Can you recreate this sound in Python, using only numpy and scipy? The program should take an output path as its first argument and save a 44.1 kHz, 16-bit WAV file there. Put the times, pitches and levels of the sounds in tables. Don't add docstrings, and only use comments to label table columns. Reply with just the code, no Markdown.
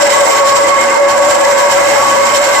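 import sys
import numpy as np
from scipy import signal
from scipy.fft import rfft, irfft
from scipy.io import wavfile
from scipy.ndimage import uniform_filter1d, minimum_filter1d

SR = 44100
rng = np.random.default_rng(int(sys.argv[2]) if len(sys.argv) > 2 else 0)


def amplitude_ratio(level_db):
    exponent = np.asarray(level_db, float) / 20
    return 10 ** exponent


def output_pcm(signal):
    pcm = np.clip(np.atleast_2d(signal).T, -1, 1) * 32767
    wavfile.write(sys.argv[1], SR, np.round(pcm).astype(np.int16))


N = 114660

# start_s, level_db
FEED_COURSE = [
    (0, 0),
    (.3, 4),
    (.65, -2),
    (.87, -1.5),
    (1.02, -3.5),
    (1.2, -1),
    (1.4, -0.5),
    (1.7, 2),
    (2.3, 0.5),
    (2.6, 4),
]


def evened(x):
    return x / np.sqrt(np.mean(x ** 2, axis=-1, keepdims=True) + 1e-20)


def read(points, hz):
    f, *cols = np.transpose(points)
    return np.array([np.interp(np.log(hz + 1), np.log(f + 1), c) for c in cols])


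def control(rows, index=1):
    return np.interp(np.arange(N) / SR, np.transpose(rows)[0], np.transpose(rows)[index])


def drift(top_hz):
    hop = 64
    steps = N // hop + 2
    lowpass = 1 / (1 + (np.fft.rfftfreq(steps, hop / SR) / top_hz) ** 4)
    slow = irfft(rfft(rng.standard_normal(steps)) * lowpass, steps)
    return np.interp(np.arange(N) / hop, np.arange(steps), evened(slow))


def surges(rows):
    t = np.arange(N) / SR
    return sum(db * np.exp(-(2 * (t - s) / length_s) ** 2) for s, db, length_s in rows)


def above(x, edge_hz):
    return irfft(rfft(x) * (np.fft.rfftfreq(N, 1 / SR) > edge_hz), N)


def ports(pair, hz):
    # freq_hz, likeness [0-1], left_lead_rad
    port_likeness = [(60, .28, 1), (110, 0.49, 0.4), (171, 0.14, 1.5), (284, 0.73, -1.5), (500, 0.43, 1.75),
                     (760, 0.72, -0.5), (990, 0.68, -1.33), (1570, 0.65, 0.7), (2026, 0.92, -0.48),
                     (2310, 0.32, 2.5), (3240, 0.25, 2), (4240, 0.18, 3.5), (5830, 0.39, 7),
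                     (7250, 0.33, 5)]
    same, lead_rad = read(port_likeness, hz)
    same = np.clip(same, -1, 1)
    right = same * np.exp(-1j * lead_rad) * pair[0] + np.sqrt(1 - same ** 2) * pair[1]
    return np.array([pair[0], right])


def bites():
    bites_per_s, spread_db = 5000, 4.5
    size = amplitude_ratio(spread_db * np.minimum(rng.exponential(1, (N, 2)), 5)) * rng.standard_normal((N, 2))
    return evened((size * (rng.random((N, 2)) < bites_per_s / SR)).T)


def modes(table, strand_db):
    strand_hz = 3.7
    hz, drive = np.fft.rfftfreq(N, 1 / SR), rfft(bites())
    apart = np.exp(-2j * np.pi * hz * 0.137)
    total = 0
    for k, (mode_hz, width_hz, left_db, right_db) in enumerate(table):
        level_db = np.array([[left_db], [right_db]]) + strand_db * drift(strand_hz)
        resonance = 1 / (1 + 1j * (hz - mode_hz) / width_hz) ** 2
        ringing = irfft(ports(drive, mode_hz) * apart ** k * resonance, N)
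        total = total + amplitude_ratio(level_db) * evened(ringing)
    return total


def noise(spectrum, patch_db):
    frames, hz = N // 256 + 5, np.fft.rfftfreq(1024, 1 / SR)
    a, b, c, d, patches = rng.standard_normal((frames, 513, 5)).T
    patches = uniform_filter1d(patches, size=10, axis=0)
    patches = evened(uniform_filter1d(patches, size=10, axis=1))
    level_db = read(spectrum, hz)[:, :, None] + patch_db * patches
    z = ports([a + 1j * b, c + 1j * d], hz[:, None]) * amplitude_ratio(level_db)
    return 9.1 * signal.istft(z, nperseg=1024, noverlap=768)[1][:, :N]


def bite_level():
    # start_s (centre), level_db, length_s
    grabs = [(0.027, 11, 0.034), (.129, 5, 0.064), (0.28, 2, 0.02), (0.363, 3.5, 0.061), (0.484, 7, 0.062),
             (0.569, 10, 0.028), (0.696, 7, 0.062), (0.808, 5.5, 0.033), (0.956, 2.5, 0.042),
             (1.105, 4.5, .038), (1.247, 3.5, 0.036), (1.309, 9, 0.035), (1.353, 7.5, 0.018),
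             (1.413, 3, 0.018), (1.45, 7.5, 0.0098), (1.73, 7, 0.039), (1.905, 1.5, 0.034),
             (2.11, 3, 0.022), (2.26, 3, 0.039), (2.361, 8.5, 0.031), (2.448, 6.5, 0.028),
             (.09, -0.5, 0.022), (.21, 5, 0.014), (.435, -4.5, .04), (.525, 2, 0.017), (.62, 2.5, 0.022),
             (.765, -0.5, .03), (.845, 3, 0.029), (.91, 1.5, .02), (1.17, 1, .03), (1.51, 2.5, .03),
             (1.57, 0.5, 0.023), (1.625, 1.5, .03), (1.685, -3.5, .04), (1.965, 0.5, 0.034),
             (2.145, 0.5, .03), (2.405, -2.5, .03), (2.51, -1.5, 0.024)]
    flicker_db, flicker_hz = 0.9, 24.4
    return control(FEED_COURSE) + surges(grabs) - 1.0 + flicker_db * drift(flicker_hz)


def motor():
    # freq_hz, level_db
    hum_lines = [
        (120, -47),
        (240, -42.5),
    ]
    t = np.arange(N) / SR
    total = 0
    for hz, db in hum_lines:
        level = amplitude_ratio(db + 2.5 * drift(3.1)) * np.sqrt(2)
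        total = total + level * np.sin(2 * np.pi * (hz * t + rng.random()) + 1.1 * drift(7.2))
    return total


def frame(bite_db):
    # freq_hz, width_hz, left_db, right_db
    frame_modes = [(313, 12.6, -36, -36.5), (355.2, 8, -41.5, -35.5), (449.2, 28, -30, -35),
                   (642.5, 25, -25.5, -61), (740.7, 21.3, -26.5, -32), (834, 50, -24.5, -35),
                   (914.5, 23, -23.5, -23.5), (975, 28, -24, -24.5), (1337, 30, -35.5, -34),
                   (1536, 26, -28, -31.5), (1678, 24.6, -32, -27), (2010, 22, -33.5, -29.5),
                   (2104, 32, -38, -29.5), (2147, 9.2, -42.5, -26.5)]
    # freq_hz, left_db_per_hz, right_db_per_hz
    roar = [(25, -81, -82), (100, -70, -67.5), (200, -64.5, -65.5), (443, -61, -59.5), (804, -53.5, -57.5),
            (1210, -52.5, -57.5), (2630, -60, -58), (7360, -115, -115)]
    # start_s (centre), level_db, length_s
    upper_flares = [(.1, 1, 0.059), (.33, 0, 0.034), (.625, -6, 0.026), (.905, 5, 0.029), (.995, -2, .04),
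                    (1.39, -1.5, 0.045), (1.55, 1, 0.042), (1.95, 1.5, 0.13), (2.04, -1, 0.061),
                    (2.3, 2, 0.13), (2.55, 0.5, 0.079)]
    follows, upper_hz, upper_follows = 0.23, 1780, 0.14
    body = (modes(frame_modes, strand_db=2) + noise(roar, patch_db=0.5)) * amplitude_ratio(follows * bite_db)
    upper_gain = amplitude_ratio(upper_follows * bite_db + surges(upper_flares))
    return body + above(body, upper_hz) * (upper_gain - 1)


def blade_rasp(bite_db):
    # freq_hz, width_hz, left_db, right_db
    rasp_mode = [(5370, 120, -33, -33)]
    fade_db_per_s = -12
    return modes(rasp_mode, strand_db=2.5) * amplitude_ratio(bite_db + fade_db_per_s * np.arange(N) / SR)


def blade_and_chips(bite_db):
    # freq_hz, width_hz, left_db, right_db
    squeal_modes = [(1599, 33, -33, -34.5), (2341, 30, -47, -35.5), (2690, 990, -58, -30.5),
                    (3030, 19, -41, -48), (3082, 31, -48.5, -33.5), (3823, 57, -39, -39),
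                    (4230, 60, -44, -39), (4620, 70, -61, -37), (5345, 270, -34, -34.5),
                    (6340, 230, -40.5, -45), (6670, 240, -53, -41), (7320, 270, -76, -24.5),
                    (7506, 72, -86, -26.5), (7820, 200, -77, -26)]
    # freq_hz, left_db_per_hz, right_db_per_hz
    hiss = [(1500, -71.5, -71), (3280, -63.5, -67), (6200, -72, -59.5), (7300, -101, -60),
            (8800, -110, -69.5), (10600, -91, -70.5), (11330, -84.5, -69.5), (15500, -84, -79.5)]
    air_hz, air_follows = 12000, 0.5
    chips = (modes(squeal_modes, strand_db=1.5) + noise(hiss, patch_db=0.5)) * amplitude_ratio(bite_db)
    return chips + above(chips, air_hz) * (amplitude_ratio(air_follows * control(FEED_COURSE)) - 1)


def ring(table, swell, lapses, core_db, lag_rad, wander_rad):
    steady, hold = 0.6, 0.9
    base_core_db, cluster_db, core_waver_db, port_slip_rad = -4.5, -5, 2.5, 0.59
    cluster = modes(table, strand_db=1.25)
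    flutter = np.sqrt(abs(uniform_filter1d(cluster ** 2, size=400, axis=1))) + 0.025
    cluster = evened(cluster / flutter ** steady)

    port_lag = -lag_rad + port_slip_rad * drift(7.8)
    slips = wander_rad * drift(14.4) + np.array([[0], [1]]) * port_lag
    turns = np.cumsum(control(swell, index=2)) / SR
    core = np.sqrt(2) * np.sin(2 * np.pi * turns + slips)
    core = core * amplitude_ratio(core_waver_db * np.array([drift(5.7), drift(14.0)]))

    both = amplitude_ratio(base_core_db + core_db) * core + amplitude_ratio(cluster_db) * cluster
    beating = np.sqrt(abs(uniform_filter1d(np.mean(both ** 2, axis=0), size=500))) + 0.25
    return both / beating ** hold * amplitude_ratio(control(swell) + surges(lapses) + 3.5)


def high_ring():
    # freq_hz, width_hz, left_db, right_db
    cluster = [(1110.5, 7.3, 19.5, 5), (1120.8, 14.8, 14, 2.5), (1118, 27, 2, 10), (1125, 6, 10, -52.5)]
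    # start_s, level_db, pitch_hz (clean core)
    swell = [(0, -22, 1125), (0.169, -15, 1118), (.33, -14, 1107), (.4, -15.5, 1105), (.53, -10.5, 1121),
             (.62, -16.5, 1113), (.73, -9.5, 1118), (.82, -17.5, 1121), (1.099, -19, 1116),
             (1.3, -17, 1124), (1.499, -20, 1109), (1.6, -16, 1112), (1.751, -21, 1120), (1.95, -20, 1108),
             (2.03, -15.5, 1126), (2.32, -17, 1104), (2.45, -23.5, 1122), (2.6, -15, 1112)]
    # start_s (centre), level_db, length_s
    slips = [(0.063, -11, .025), (0.112, -10, .03), (0.219, -18, 0.018), (0.261, -21, 0.019),
             (0.308, -13, .02), (0.444, -2, .03), (0.58, -7.5, 0.037), (.688, -8, 0.022), (.87, -5, 0.027),
             (.93, 1.5, 0.034), (1.015, -3, .03), (1.113, 3, 0.023), (1.184, -6, .03), (1.313, -8, 0.016),
             (1.375, -9, 0.022), (1.474, -1, 0.018), (1.545, -8, 0.034), (1.624, -2, .025), (1.693, 0, .03),
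             (1.753, -5, 0.029), (1.783, 6.5, 0.037), (1.905, -8, 0.037), (2.065, 2, 0.022),
             (2.187, -2, .025), (2.253, -3, 0.023), (2.359, -1, .03), (2.452, -13, 0.022)]
    return ring(cluster, swell, slips, core_db=-3.5, lag_rad=0.24, wander_rad=1.55)


def low_ring():
    # freq_hz, width_hz, left_db, right_db
    cluster = [(524, 4.1, 3, -39), (550.7, 12.4, 2, 11), (571.5, 8.2, 9.5, 10.5), (584.6, 6.3, 2, -40)]
    # start_s, level_db, pitch_hz (clean core)
    swell = [(0, -18.5, 576.5), (0.101, -9.5, 567.8), (0.219, -10, 560), (.33, -14.5, 548), (.42, -13, 560),
             (.55, -15.5, 550), (.6, -14, 563.4), (.9, -17, 551.8), (1.03, -9, 567), (1.2, -10, 571.8),
             (1.32, -13.5, 567.4), (1.5, -13, 560.7), (1.84, -13.5, 565.5), (1.979, -13, 556),
             (2.06, -23.5, 545), (2.22, -13, 561.3), (2.4, -14.5, 568.5), (2.6, -18.5, 558)]
    # start_s (centre), level_db, length_s
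    slips = [(0.036, 10, 0.019), (0.071, -9, 0.018), (0.103, -17, 0.014), (0.144, -14.5, 0.03),
             (.185, -8.5, 0.026), (0.274, -20, 0.026), (0.324, -9.5, 0.026), (0.382, -7.5, 0.032),
             (.67, 0, .03), (0.752, -10, 0.033), (0.835, -9, .02), (0.941, -8, 0.036), (1.121, -10, 0.098),
             (1.257, -6, 0.019), (1.392, -5.5, 0.019), (1.603, -8, 0.013), (1.708, -14, .02),
             (1.904, -4.5, .03), (1.941, -5, 0.018), (2.267, -13, 0.022), (2.31, -24, .03),
             (2.432, -3.5, .03)]
    return ring(cluster, swell, slips, core_db=1.0, lag_rad=0.76, wander_rad=0.94)


def scene():
    bite_db = bite_level()
    background = motor() + frame(bite_db)
    cutting = blade_rasp(bite_db) + blade_and_chips(bite_db)
    return background + cutting + high_ring() + low_ring()


def gate(x):
    # freq_hz, band_level_db
    floor = [(6000, -75), (8000, -57), (9400, -55), (9700, -57), (12300, -55), (13000, -45), (15000, -44),
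             (15600, -41)]
    hz, _, z = signal.stft(x, SR, nperseg=2048)
    low_hz = hz[:1024, None]
    power = np.mean(abs(z[:, :1024]).reshape(2, 64, 16, -1) ** 2, axis=2)
    band = np.repeat(power, 16, axis=1)
    over_db = 10 * np.log10(band + 1e-20) + 18 - read(floor, hz[:1024])[0][:, None]
    keep = np.clip(over_db / 1.5 + (low_hz < 6000) * 99, 0, 1)
    gated = np.concatenate([z[:, :1024] * keep, z[:, 1024:]], axis=1)
    return signal.istft(gated, SR, nperseg=2048)[1][:, :N]


def roll_off(x):
    return signal.sosfilt(signal.butter(12, 15680, fs=SR, output="sos"), x)


def record(dry):
    knee_db, ratio_share, listen_s = -15.5, 0.4, 0.0088
    ceiling, limit_s = 0.99, 0.0013
    power = uniform_filter1d(0.1 * dry[0] ** 2 + 0.28 * dry[1] ** 2, round(listen_s * SR))
    over_db = np.maximum(10 * np.log10(abs(power) + 1e-12) - knee_db, 0)
    ducked = dry * amplitude_ratio(2.5 - ratio_share * over_db)

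    span = round(limit_s * SR)
    gain = np.minimum(ceiling / (abs(ducked) + 1e-9), 1)
    gain = minimum_filter1d(gain, 3 * span, axis=1)
    for _ in range(3):
        gain = uniform_filter1d(gain, span, axis=1)
    mix = gate(ducked * gain)
    return roll_off(mix)


dry = scene()
out = record(dry)
output_pcm(out)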